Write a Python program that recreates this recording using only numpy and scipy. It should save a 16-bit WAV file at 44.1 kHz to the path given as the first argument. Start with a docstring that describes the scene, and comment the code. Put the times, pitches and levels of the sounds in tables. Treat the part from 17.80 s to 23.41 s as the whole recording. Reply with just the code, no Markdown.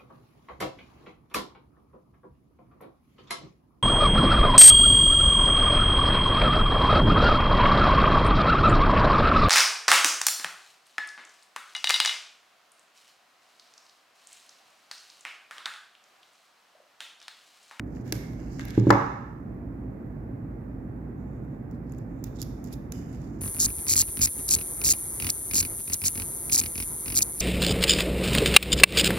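"""Pliers and crimper at the workbench

Close up, pliers bite through wire insulation, the bared strands shiver, and the tool knocks down on a
wooden bench. Later a ratchet crimper ticks shut on a pin and its spring trembles on release. Cracks and
rubbing ring the metal of each tool. The microphone is a phone standing close by, with two unlike ports
and a faint hiss; all around, ventilation rumbles in a bare, echoing workshop."""
import sys
import numpy as np
from scipy import signal
from scipy.fft import rfft, irfft, next_fast_len
from scipy.io import wavfile
from scipy.ndimage import uniform_filter1d, minimum_filter1d

SR = 44100
rng = np.random.default_rng(int(sys.argv[2]) if len(sys.argv) > 2 else 0)


def wrap_up_sound(samples):
    """Save the sound to the file named by the first command line argument, as 16-bit audio."""
    columns = np.atleast_2d(samples).T
    # keep every value between -1 and 1, then stretch to whole-number steps
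    tamed = np.clip(columns, -1, 1)
    steps = np.round(tamed * 32767).astype(np.int16)
    wavfile.write(sys.argv[1], SR, steps)


N = 247401

# Spectra of the phone's hiss and the ventilation. Each row: frequency in Hz, relative level in dB.
HISS_SPECTRUM = [(1760, -28.5), (3000, -40.5), (3330, -28), (3600, 3), (6570, 2), (7300, 4.5), (9500, -1),
                 (12000, 6), (14000, 7.5), (15500, 5), (15900, -1.5), (16150, -30)]
VENT_SPECTRUM = [(13, -64.5), (22, -37.5), (35, -24.5), (48, -3), (65, -5.5), (87, -9), (125, -0.5),
                 (191, -5.5), (263, -3.5), (362, -14), (810, -23), (980, -28), (1320, -31.5), (1890, -35),
                 (2500, -45), (3000, -58), (3500, -60), (4550, -100.5), (7700, -120)]
# The room. Each row: frequency in Hz, time to fade 60 dB in seconds, echo level in dB.
ROOM_DECAY = [(100, 0.36, -7.5), (310, 0.64, -7.5), (730, 0.46, 4), (1170, 0.97, 6.5), (1944, 0.87, 1.5),
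              (3000, 0.46, 1), (4900, 0.88, -17), (7200, 0.66, -20), (9070, 1, -16.5), (12300, .4, -16.5),
              (14440, 0.29, -14.5), (16010, 0.314, -21)]
# Sound from all sides at the two ports. Each row: frequency in Hz, correlation.
PORT_LIKENESS = [(60, 1), (130, 0.97), (290, 0.88), (640, 0.11), (1410, -0.15), (3100, 0.16),
                 (6820, -0.034), (15000, 0.043)]
# Its balance. Each row: frequency in Hz, left minus right in dB.
PORT_BALANCE = [(60, -2), (110, -2), (200, -2), (380, -4), (700, -3.5), (1290, -5.5), (2380, -5),
                (4400, -8), (8120, -2.5), (15000, -3.5)]
# The ports at close range. Each row: frequency in Hz, left gain in dB, right gain in dB.
PORT_RESPONSE = [(102, -7.5, -6.5), (580, 2, 5), (1594, 10.5, 5), (3000, 1, 12), (5580, -22, -5),
                 (8900, -3, 0), (10390, 3, -16), (12600, -10, -4), (15580, -2.5, -10.5)]
# Modes of the wooden top. 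Each row: frequency in Hz, level in dB, time to fade 60 dB in seconds.
WOOD_MODES = [(117.3, 4, 0.19), (137.8, -8, 0.34), (203, -3.5, 0.12), (289.7, -14, 0.18), (323.6, 4, 0.043),
              (387, -4.5, 0.0633), (467, -4.5, 0.032), (556.4, -11, 0.12), (642, -6.5, 0.035),
              (760, -3.5, 0.022), (857, -2.5, 0.035), (981, -1.5, 0.03), (1180, 5.5, 0.013),
              (1294, -9, 0.03), (1502, 1.5, 0.013), (1645, -1.5, 0.011), (1853, 0, 0.025),
              (2020, -6, 0.073), (2610, -5.5, 0.02255), (3947, -17.5, .01)]
# Knocks on it. Each row: start in seconds, level in dB, contact time in seconds.
BENCH_KNOCKS = [(0.3233, -17.5, 0.0026), (0.3262, -22, 0.0021), (0.3227, -46, 0.00041),
                (0.796, -40.5, 0.00018), (0.977, 0.5, 0.0029), (1.0688, 0.5, 0.0025), (1.091, 2, 0.0036),
                (1.1039, -6.5, 0.0006), (1.1064, -12, 0.00043), (1.1099, -7, 0.00083), (1.1234, -8, 0.0011),
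                (1.13, -9, 0.0015)]
# Resonances of duct, wire and tools. Each row: frequency in Hz, nominal width in Hz, level in dB.
DUCT_RESONANCES = [(58, 35.6, 1.5), (116.4, 20, -1.5), (168.7, 4.7, -7.5), (210.1, 40, -14),
                   (252.9, 5.8, -3.5), (334, 110, -5.5)]
STRAND_RESONANCES = [(2144, 170, -3), (4860, 250, -11)]
SPRING_RESONANCES = [(2980, 220, -11), (5030, 400, 3), (6850, 340, 5), (12400, 620, -3)]
PLIER_RESONANCES = [(1640, 470, 2), (2200, 460, -0.5), (2747, 450, -6), (3530, 660, -6), (3995, 800, -4.5),
                    (5090, 1300, 5), (6145, 1350, 6.5), (7170, 1000, 5), (9240, 2850, -9),
                    (11440, 1410, 2.5), (12360, 3300, -2), (14630, 3000, -12)]
CRIMPER_RESONANCES = [(1310, 1300, -9), (1930, 1300, -5), (2570, 940, -5), (3630, 370, -5),
                      (3960, 930, -13.5), (5150, 1300, -6), (6170, 1600, -1.5), (7090, 1090, 2.5),
                      (9840, 2300, -10), (11400, 1200, -3.5), (12350, 1200, -0.5), (14400, 1700, -4),
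                      (15430, 1300, -5.5)]
# A tool rings in six zones. Five have their own ring level, low to high, relative to the 6-9 kHz zone.
ZONE_EDGES_HZ, REFERENCE_ZONE = [3000, 4400, 6000, 9000, 13800], 3
# Fingers, wire and jaws rubbing.
# Each row: start in seconds, hold in seconds, level in dB, five ring levels in dB.
PLIER_STROKES = [(.08, 0.22, -77, -22.5, -3.5, 0, -1, -9), (.16, .01, -62.5, -8, -10.5, 0.22, -4.5, -7),
                 (.285, 0.019, -55.5, -2, -0.5, 0, -4, 7), (.345, 0.01, -52, -7.5, -34.5, 0.076, 4, 1.5),
                 (.47, 0.085, -67.5, -22, -15, 0, -10, -1), (.6, .1, -61.5, 0, -9, 0, -6, -1),
                 (.735, 0.032, -53, -22, -15, 1, -7, -1), (.81, 0.069, -57.5, 6.5, 4.5, 0, -1, 2),
                 (.88, 0.025, -60, -7, 6, 0.069, -1, -3), (.95, 0.19, -60, 4, 7, 0.029, -2.5, -8)]
CRIMPER_STROKES = [(3.38, 0.22, -77, -19, -4, -2, -9, -9), (3.62, 0.15, -80, -13.5, -0.5, 0.5, -3, -6),
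                   (3.915, 0.043, -75, -15.5, -3, 11, -6, 5.5), (4.07, 0.15, -74, -19, -6, 12.5, -6, -9),
                   (4.3, 0.19, -73, -8, -3, -4, -8, -9), (4.45, 0.021, -62, -4, 1, 12, -5, 0),
                   (4.56, 0.0068, -59, -20, -3, 9, -14, -14), (4.595, 0.027, -51, -15, 5, 5, -10, -12),
                   (4.845, 0.042, -56.5, -15, -14, 9, -5, -7), (4.885, 0.032, -69, 3, 5, 0, -7, -9),
                   (4.927, 0.0076, -50, -10, -1, 7, 0, -3), (5.135, 0.055, -54.5, -14, -8, 2, -5, -7),
                   (5.185, 0.048, -61, -10, -9, 4, -7, -9), (5.225, 0.13, -63.5, -7, -9, 1.5, -7, -13),
                   (5.33, 0.15, -62.5, -8, -3, 8, -6, -8), (5.5, .15, -66, -11, -12, 4, -9, -10)]
# Metal ticks of the pliers, and of the crimper's pin and pawl.
# Each row: start in seconds, level in dB, rattle length in milliseconds, five ring levels in dB.
PLIER_CLICKS = [(.15, -44.5, 3, -12, -1.5, -4, -8.5, -8), (.168, -50.5, 2.4, 3, -7, -1.5, -4, -2),
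                (.2758, -44, 2.5, -8, -4, -5.5, 1, 1), (.3055, -48, 2.4, -5, 0.5, 0.5, -3, -0.5),
                (.3229, -11.5, 5.2, -7.5, 0.5, 0.5, 4.5, -1.5), (.5327, -48, 1.5, -1, -2, 7, -2, 16),
                (.733, -48.5, 2.4, -8.5, -6, 0, 0, -6), (.7936, -24.5, 1.3, -5, -1.5, 1, -16.5, -15),
                (.8115, -36.5, 1.8, -5, 10.5, 3, -5.5, -6), (.836, -45, 1.5, -1.5, 0.5, -5, -5, -3),
                (.8523, -27.5, 1.5, -15, -6, -4, 2, 10), (.8838, -36, 1.5, -12, -2, -1, 1, 8),
                (.9, -36.5, 1.3, -9, -6, 4, -9, -3.5), (.9052, -30, 1.8, -13.5, 2, 3, -3, -8),
                (.9105, -43, 1.5, -8, -2, 0, -5, -6), (.9665, -48, 1.5, -5, -2, -3, -8, -10),
                (.9755, -47, 4, 14, -9, 2, -16, -19), (.9915, -41, 1.2, -10, -7.5, 1, -4, -10.5),
                (.9975, -31, 2.2, -7.5, 0, 2, -16, -19.5), (1.069, -53, 2.4, 2, -5.5, -2.5, -16.5, -15),
                (1.0935, -29, 2.6, -1.5, -6, -5.5, -16, -11.5), (1.1032, -17, 3, -3, 2.5, -1.5, -7.5, -10),
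                (1.105, -8, 4.4, -3.5, 3, 3.5, -5, -5), (1.1075, -20, 3.5, -3.5, -5.5, 6.5, -11, -13),
                (1.127, -27.5, 4, -8.5, 1, 6, -13.5, -15.5)]
CRIMPER_CLICKS = [(3.9115, -44, 2.1, -18, -9, 7.5, -13, 6), (4.096, -47.5, 2.2, -13, -8, 1, -12, -10),
                  (4.1205, -31.5, 5.7, -12, -18, -16, -1, -11), (4.136, -46, 2.2, 0, -3, 11, -3, -9),
                  (4.147, -48, 2.2, -3, -6, 10, -6, -9), (4.182, -41, 1.8, -10, -12, -6, 1, -8),
                  (4.186, -36.5, 2.2, -12, -11, -4, -6, -4), (4.4396, -17.5, 6.5, -23, -4, -1.5, -3.5, 2),
                  (4.468, -38, 2.2, -9, -3, -1, -3, -4), (4.6005, -31, 3.4, -27, -1, 7, -7, -7),
                  (4.606, -40, 2.2, -19, -3, -3, 6, -3), (4.6162, -12, 2, -29, -6, 5, -1, -8),
                  (4.6225, -31, 0.77, -30, -5, -4, -3, 1), (4.6252, -18.5, 6.8, -21, -10, 11, 1, -3),
                  (4.631, -33, 2.8, -29, 0, 4, 2, -3), (4.841, -30.5, 2.6, -22, -19, -8, 5.5, 5),
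                  (4.8495, -36, 3, -29, -11, -6, -9, -9), (4.861, -39, 5, -25, -15, -3, -7, -9),
                  (4.8724, -34, 2.8, -18, -14, 1, -2, -6), (4.9264, -30.5, 3.4, -19, -3, 9, 8.5, -3),
                  (4.9315, -32, 3.9, -21, 0, 9, 5, 7), (4.9375, -31.5, 3.5, -19, 0, 6, 1, 0),
                  (5.1206, -15, 4.8, -11.5, -9, -1, -1.5, -10), (5.293, -51.5, 1.5, -3, -1, 1, -3, -1.5),
                  (5.3275, -37, 3.8, -20, -14, -11, -3, -9), (5.417, -39, 4, -12, -5, -2, -7, -12),
                  (5.487, -51, 2.4, -8, 0, 0, -6, -9)]

PATHS = 4  # directions in which sound leaves the bench, the first two towards the ports


def undb(db):
    """Decibels to gain."""
    return 10 ** (np.asarray(db) / 20)


def along(hz, table, column=1):
    """A table read on a log-frequency axis."""
    table = np.array(table, float)
    return np.interp(np.log(np.maximum(hz, 1)), np.log(table[:, 0]), table[:, column])


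def minimum_phase(gain_db):
    """Causal response for a gain in dB."""
    cepstrum = irfft(gain_db * np.log(10) / 20)
    half = len(cepstrum) // 2
    cepstrum[1:half] *= 2
    cepstrum[half + 1:] = 0
    return np.exp(rfft(cepstrum))


def resonances(hz, modes, max_q=20):
    """One steep-sided response for each mode; damping, as by a hand on a tool, caps the Q."""
    centre, width, db = np.transpose(modes)[:, :, None]
    width = np.maximum(width, centre / max_q)
    sign = (-1.) ** np.arange(len(centre))[:, None]  # opposed neighbours leave no notch between them
    return sign * undb(db) * (1j * hz * width / (centre ** 2 - hz ** 2 + 1j * hz * width)) ** 2


def zones(modes, ring_db):
    """Zone of each mode, and the levels of all six zones."""
    zone = np.searchsorted(ZONE_EDGES_HZ, np.array(modes)[:, 0])
    return zone, np.insert(ring_db, REFERENCE_ZONE, 0, axis=0)


def diffuse(count):
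    """Spectra of noise from all sides: alike at both ports in the bass, nearly unrelated above."""
    hz = np.fft.rfftfreq(count, 1 / SR)
    likeness = np.clip(along(hz, PORT_LIKENESS), -.99, .99)
    mid, side = rfft(rng.standard_normal((2, count)))
    mid, side = mid * np.sqrt((1 + likeness) / 2), side * np.sqrt((1 - likeness) / 2)
    tilt_db = along(hz, PORT_BALANCE) / 2
    return hz, np.array([(mid + side) * undb(tilt_db), (mid - side) * undb(-tilt_db)])


def circuit_hiss(level_db=-81):
    """The noise floor: smooth self-noise of the phone's circuits."""
    hz, field = diffuse(N)
    noise = irfft(field * undb(along(hz, HISS_SPECTRUM)), N)
    return noise * undb(level_db) / noise.mean(axis=0).std()


def ventilation(level_db=-36, duct_db=-2.1):
    """Room tone: a steady rumble of air from all sides, coloured by the duct's resonances."""
    hz, field = diffuse(N)
    duct_lift = 1 + undb(duct_db) * abs(resonances(hz, DUCT_RESONANCES, max_q=50)).sum(axis=0)
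    noise = irfft(field * undb(along(hz, VENT_SPECTRUM)) * duct_lift, N)
    return noise * undb(level_db) / noise.mean(axis=0).std()


def workshop_echo(source, first_wall_s=.005, build_up_s=.006):
    """Bare walls return a diffuse echo, each octave dying at its own rate."""
    hz, field = diffuse(SR)
    t, echo = np.arange(SR) / SR, 0
    colour = undb(along(hz, ROOM_DECAY, column=2))
    for centre in 62.5 * 2. ** np.arange(9):
        band = np.maximum(1 - abs(np.log2(np.maximum(hz, 1) / centre)), 0)
        t60 = along(centre, ROOM_DECAY)
        fade = np.exp(-np.log(1000) * t / t60) * np.sqrt(2 * np.log(1000) / (t60 * SR))
        echo = echo + irfft(field * band * colour, SR) * fade
    onset = 1 - np.exp(-np.maximum(t - first_wall_s, 0) / build_up_s)
    return signal.fftconvolve(source[None], echo * onset)[:, :N]


def bench_knocks(detune=.04, radiate_hz=160.5):
    """Smooth pushes ring the bench top; a softer contact lasts longer and leaves the high modes still."""
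    out, t = np.zeros((PATHS, N + SR)), np.arange(SR // 3) / SR
    hz, db, t60 = np.transpose(WOOD_MODES)[:, :, None]
    decay = undb(db) * np.exp(-np.log(1000) * t / t60)
    for start_s, level_db, contact_s in BENCH_KNOCKS:
        push = np.sin(np.pi * np.arange(int(contact_s * SR) + 1) / (contact_s * SR)) ** 2
        # higher modes come from patches at unlike distances from the microphone, each tuned its own way
        phase = hz / 1000 * rng.standard_normal((PATHS, len(hz), 1))
        pitch = hz * (1 + detune * np.minimum(hz / 1000, 1) ** 2 * rng.standard_normal(phase.shape))
        ring = (decay * np.sin(2 * np.pi * pitch * t + phase)).sum(axis=1)
        knock = signal.fftconvolve(ring, push[None] / push.sum())[:, :len(t)]
        i = int(start_s * SR)
        out[:, i:i + len(t)] -= undb(level_db) * knock / 2
    radiation = signal.butter(2, radiate_hz, "high", fs=SR, output="sos")  # deep bass hardly moves air
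    return signal.sosfilt(radiation, out[:, :N])


def shiver(modes, start_s, level_db, fade_db_per_s, rise_s=.0099):
    """Thin metal let go trembles against its seat, sounding a few narrow modes that fade."""
    t = np.arange(SR // 2) / SR
    response = resonances(np.fft.rfftfreq(len(t), 1 / SR), modes).sum(axis=0)
    tone = irfft(rfft(rng.standard_normal((PATHS, len(t)))) * response, len(t))
    envelope = undb(level_db - fade_db_per_s * t) * (1 - np.exp(-t / rise_s))
    out, i = np.zeros((PATHS, N + SR)), int(start_s * SR)
    out[:, i:i + len(t)] = tone / tone.std() * envelope
    return out[:, :N]


def rubbing(strokes, modes, swell_db_per_s, fade_db_per_s, grain_db=2, grain_s=.0012, grip_db=2.5):
    """Dense slips of uneven size excite the tool's modes; each stroke swells, holds and dies away."""
    start_s, hold_s, level_db, *ring_db = np.transpose(strokes)[:, :, None]
    size = next_fast_len(N, True)
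    t, hz = np.arange(N) / SR, np.fft.rfftfreq(size, 1 / SR)
    swell_db = swell_db_per_s * np.maximum(start_s - t, 0)
    fade_db = fade_db_per_s * np.maximum(t - start_s - hold_s, 0)
    power = undb(2 * (level_db - swell_db - fade_db))
    grain, patch = int(grain_s * SR), 900  # samples
    slip_sizes = undb(grain_db * rng.exponential(size=N // grain + 1))
    slips = np.repeat(slip_sizes, grain)[:N] * rng.standard_normal((PATHS, N))
    # the grip tightens and slackens, so the rubbing comes in patches
    grip = np.repeat(rng.standard_normal(N // patch + 1), patch)[:N]
    friction = rfft(slips * undb(grip_db * uniform_filter1d(grip, size=patch)), size)
    bank = resonances(hz, modes)
    zone, zone_db = zones(modes, ring_db)
    bands = [irfft(friction * bank[zone == k].sum(axis=0), size)[:, :N] for k in range(len(zone_db))]
    gains = np.sqrt(undb(2 * zone_db[:, :, 0]) @ power)
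    return sum(gain * band for gain, band in zip(gains, bands)) / bands[REFERENCE_ZONE].std()


def ticks(events, modes, pan_db, scatter_db=1, crack_db=-2, onset_delay_s=.0007):
    """Each crack and its short rattle ring every mode by a new amount."""
    size = 2048
    out = np.zeros((PATHS + 2, N + size))  # left port, right port, then the ways to the walls
    hz, t = np.fft.rfftfreq(size, 1 / SR), np.arange(size) / SR
    bank = resonances(hz, modes)
    for start_s, level_db, rattle_ms, *ring_db in events:
        zone, zone_db = zones(modes, ring_db)
        grit = rng.standard_normal((PATHS + 3, size))
        rattle = (grit[0] + .59 * grit[1:]) * np.exp(-2000 * t / rattle_ms)  # the ports share most of it
        rattle[:, 0] += undb(crack_db) * np.linalg.norm(rattle, axis=1)  # the first touch is an impulse
        # each wall gets one clean impulse, at its own small delay
        rattle[2:] = np.arange(size) == rng.integers(0, 130, (PATHS, 1))
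        mode_db = zone_db[zone] - scatter_db * rng.standard_normal(len(modes))
        ring = irfft(rfft(rattle) * (undb(mode_db) @ bank), size)
        ring = 5 * ring / np.linalg.norm(rattle, axis=1, keepdims=True)
        ring[:2] *= undb([[pan_db / 2], [-pan_db / 2]])  # positive leans left
        i = int((start_s + onset_delay_s) * SR)
        out[:, i:i + size] += ring * undb(level_db)
    return out[:, :N]


def scene():
    """Tools and bench reach the ports from close by and by way of the walls, over the room tone."""
    clicks = ticks(PLIER_CLICKS, PLIER_RESONANCES, pan_db=4)
    clicks += ticks(CRIMPER_CLICKS, CRIMPER_RESONANCES, pan_db=-2)
    near = bench_knocks()
    near += shiver(STRAND_RESONANCES, start_s=.38, level_db=-58.5, fade_db_per_s=94)
    near += shiver(SPRING_RESONANCES, start_s=5.13, level_db=-52.5, fade_db_per_s=91)
    near += rubbing(PLIER_STROKES, PLIER_RESONANCES, swell_db_per_s=400.5, fade_db_per_s=129.5)
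    near += rubbing(CRIMPER_STROKES, CRIMPER_RESONANCES, swell_db_per_s=1200, fade_db_per_s=700)
    size = next_fast_len(N + SR, True) // 2 * 2
    hz = np.fft.rfftfreq(size, 1 / SR)
    ports = np.array([minimum_phase(along(hz, PORT_RESPONSE, column)) for column in (1, 2)])
    direct = irfft(rfft(near[:2] + clicks[:2], size) * ports, size)[:, :N]
    echo = sum(workshop_echo(path) for path in near + clicks[2:]) / np.sqrt(PATHS)
    return direct + echo + ventilation()


def record(dry):
    """The phone ducks at any peak over full scale, holds and lets go; it clips softly and adds hiss."""
    ratio, hold_s, top_hz = 2.8, .551, 16500
    hold = int(hold_s * SR) // 2 * 2 + 1
    held_peak = -minimum_filter1d(-abs(dry).max(axis=0), size=hold, origin=hold // 2)
    gain = np.minimum(1 / held_peak, 1) ** (1 - 1 / ratio)
    gain = uniform_filter1d(gain, size=200)
    top_cut = signal.ellip(10, .2, 70, top_hz, fs=SR, output="sos")
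    return signal.sosfilt(top_cut, np.tanh(dry * gain) + circuit_hiss())


dry = scene()
out = record(dry)
wrap_up_sound(out)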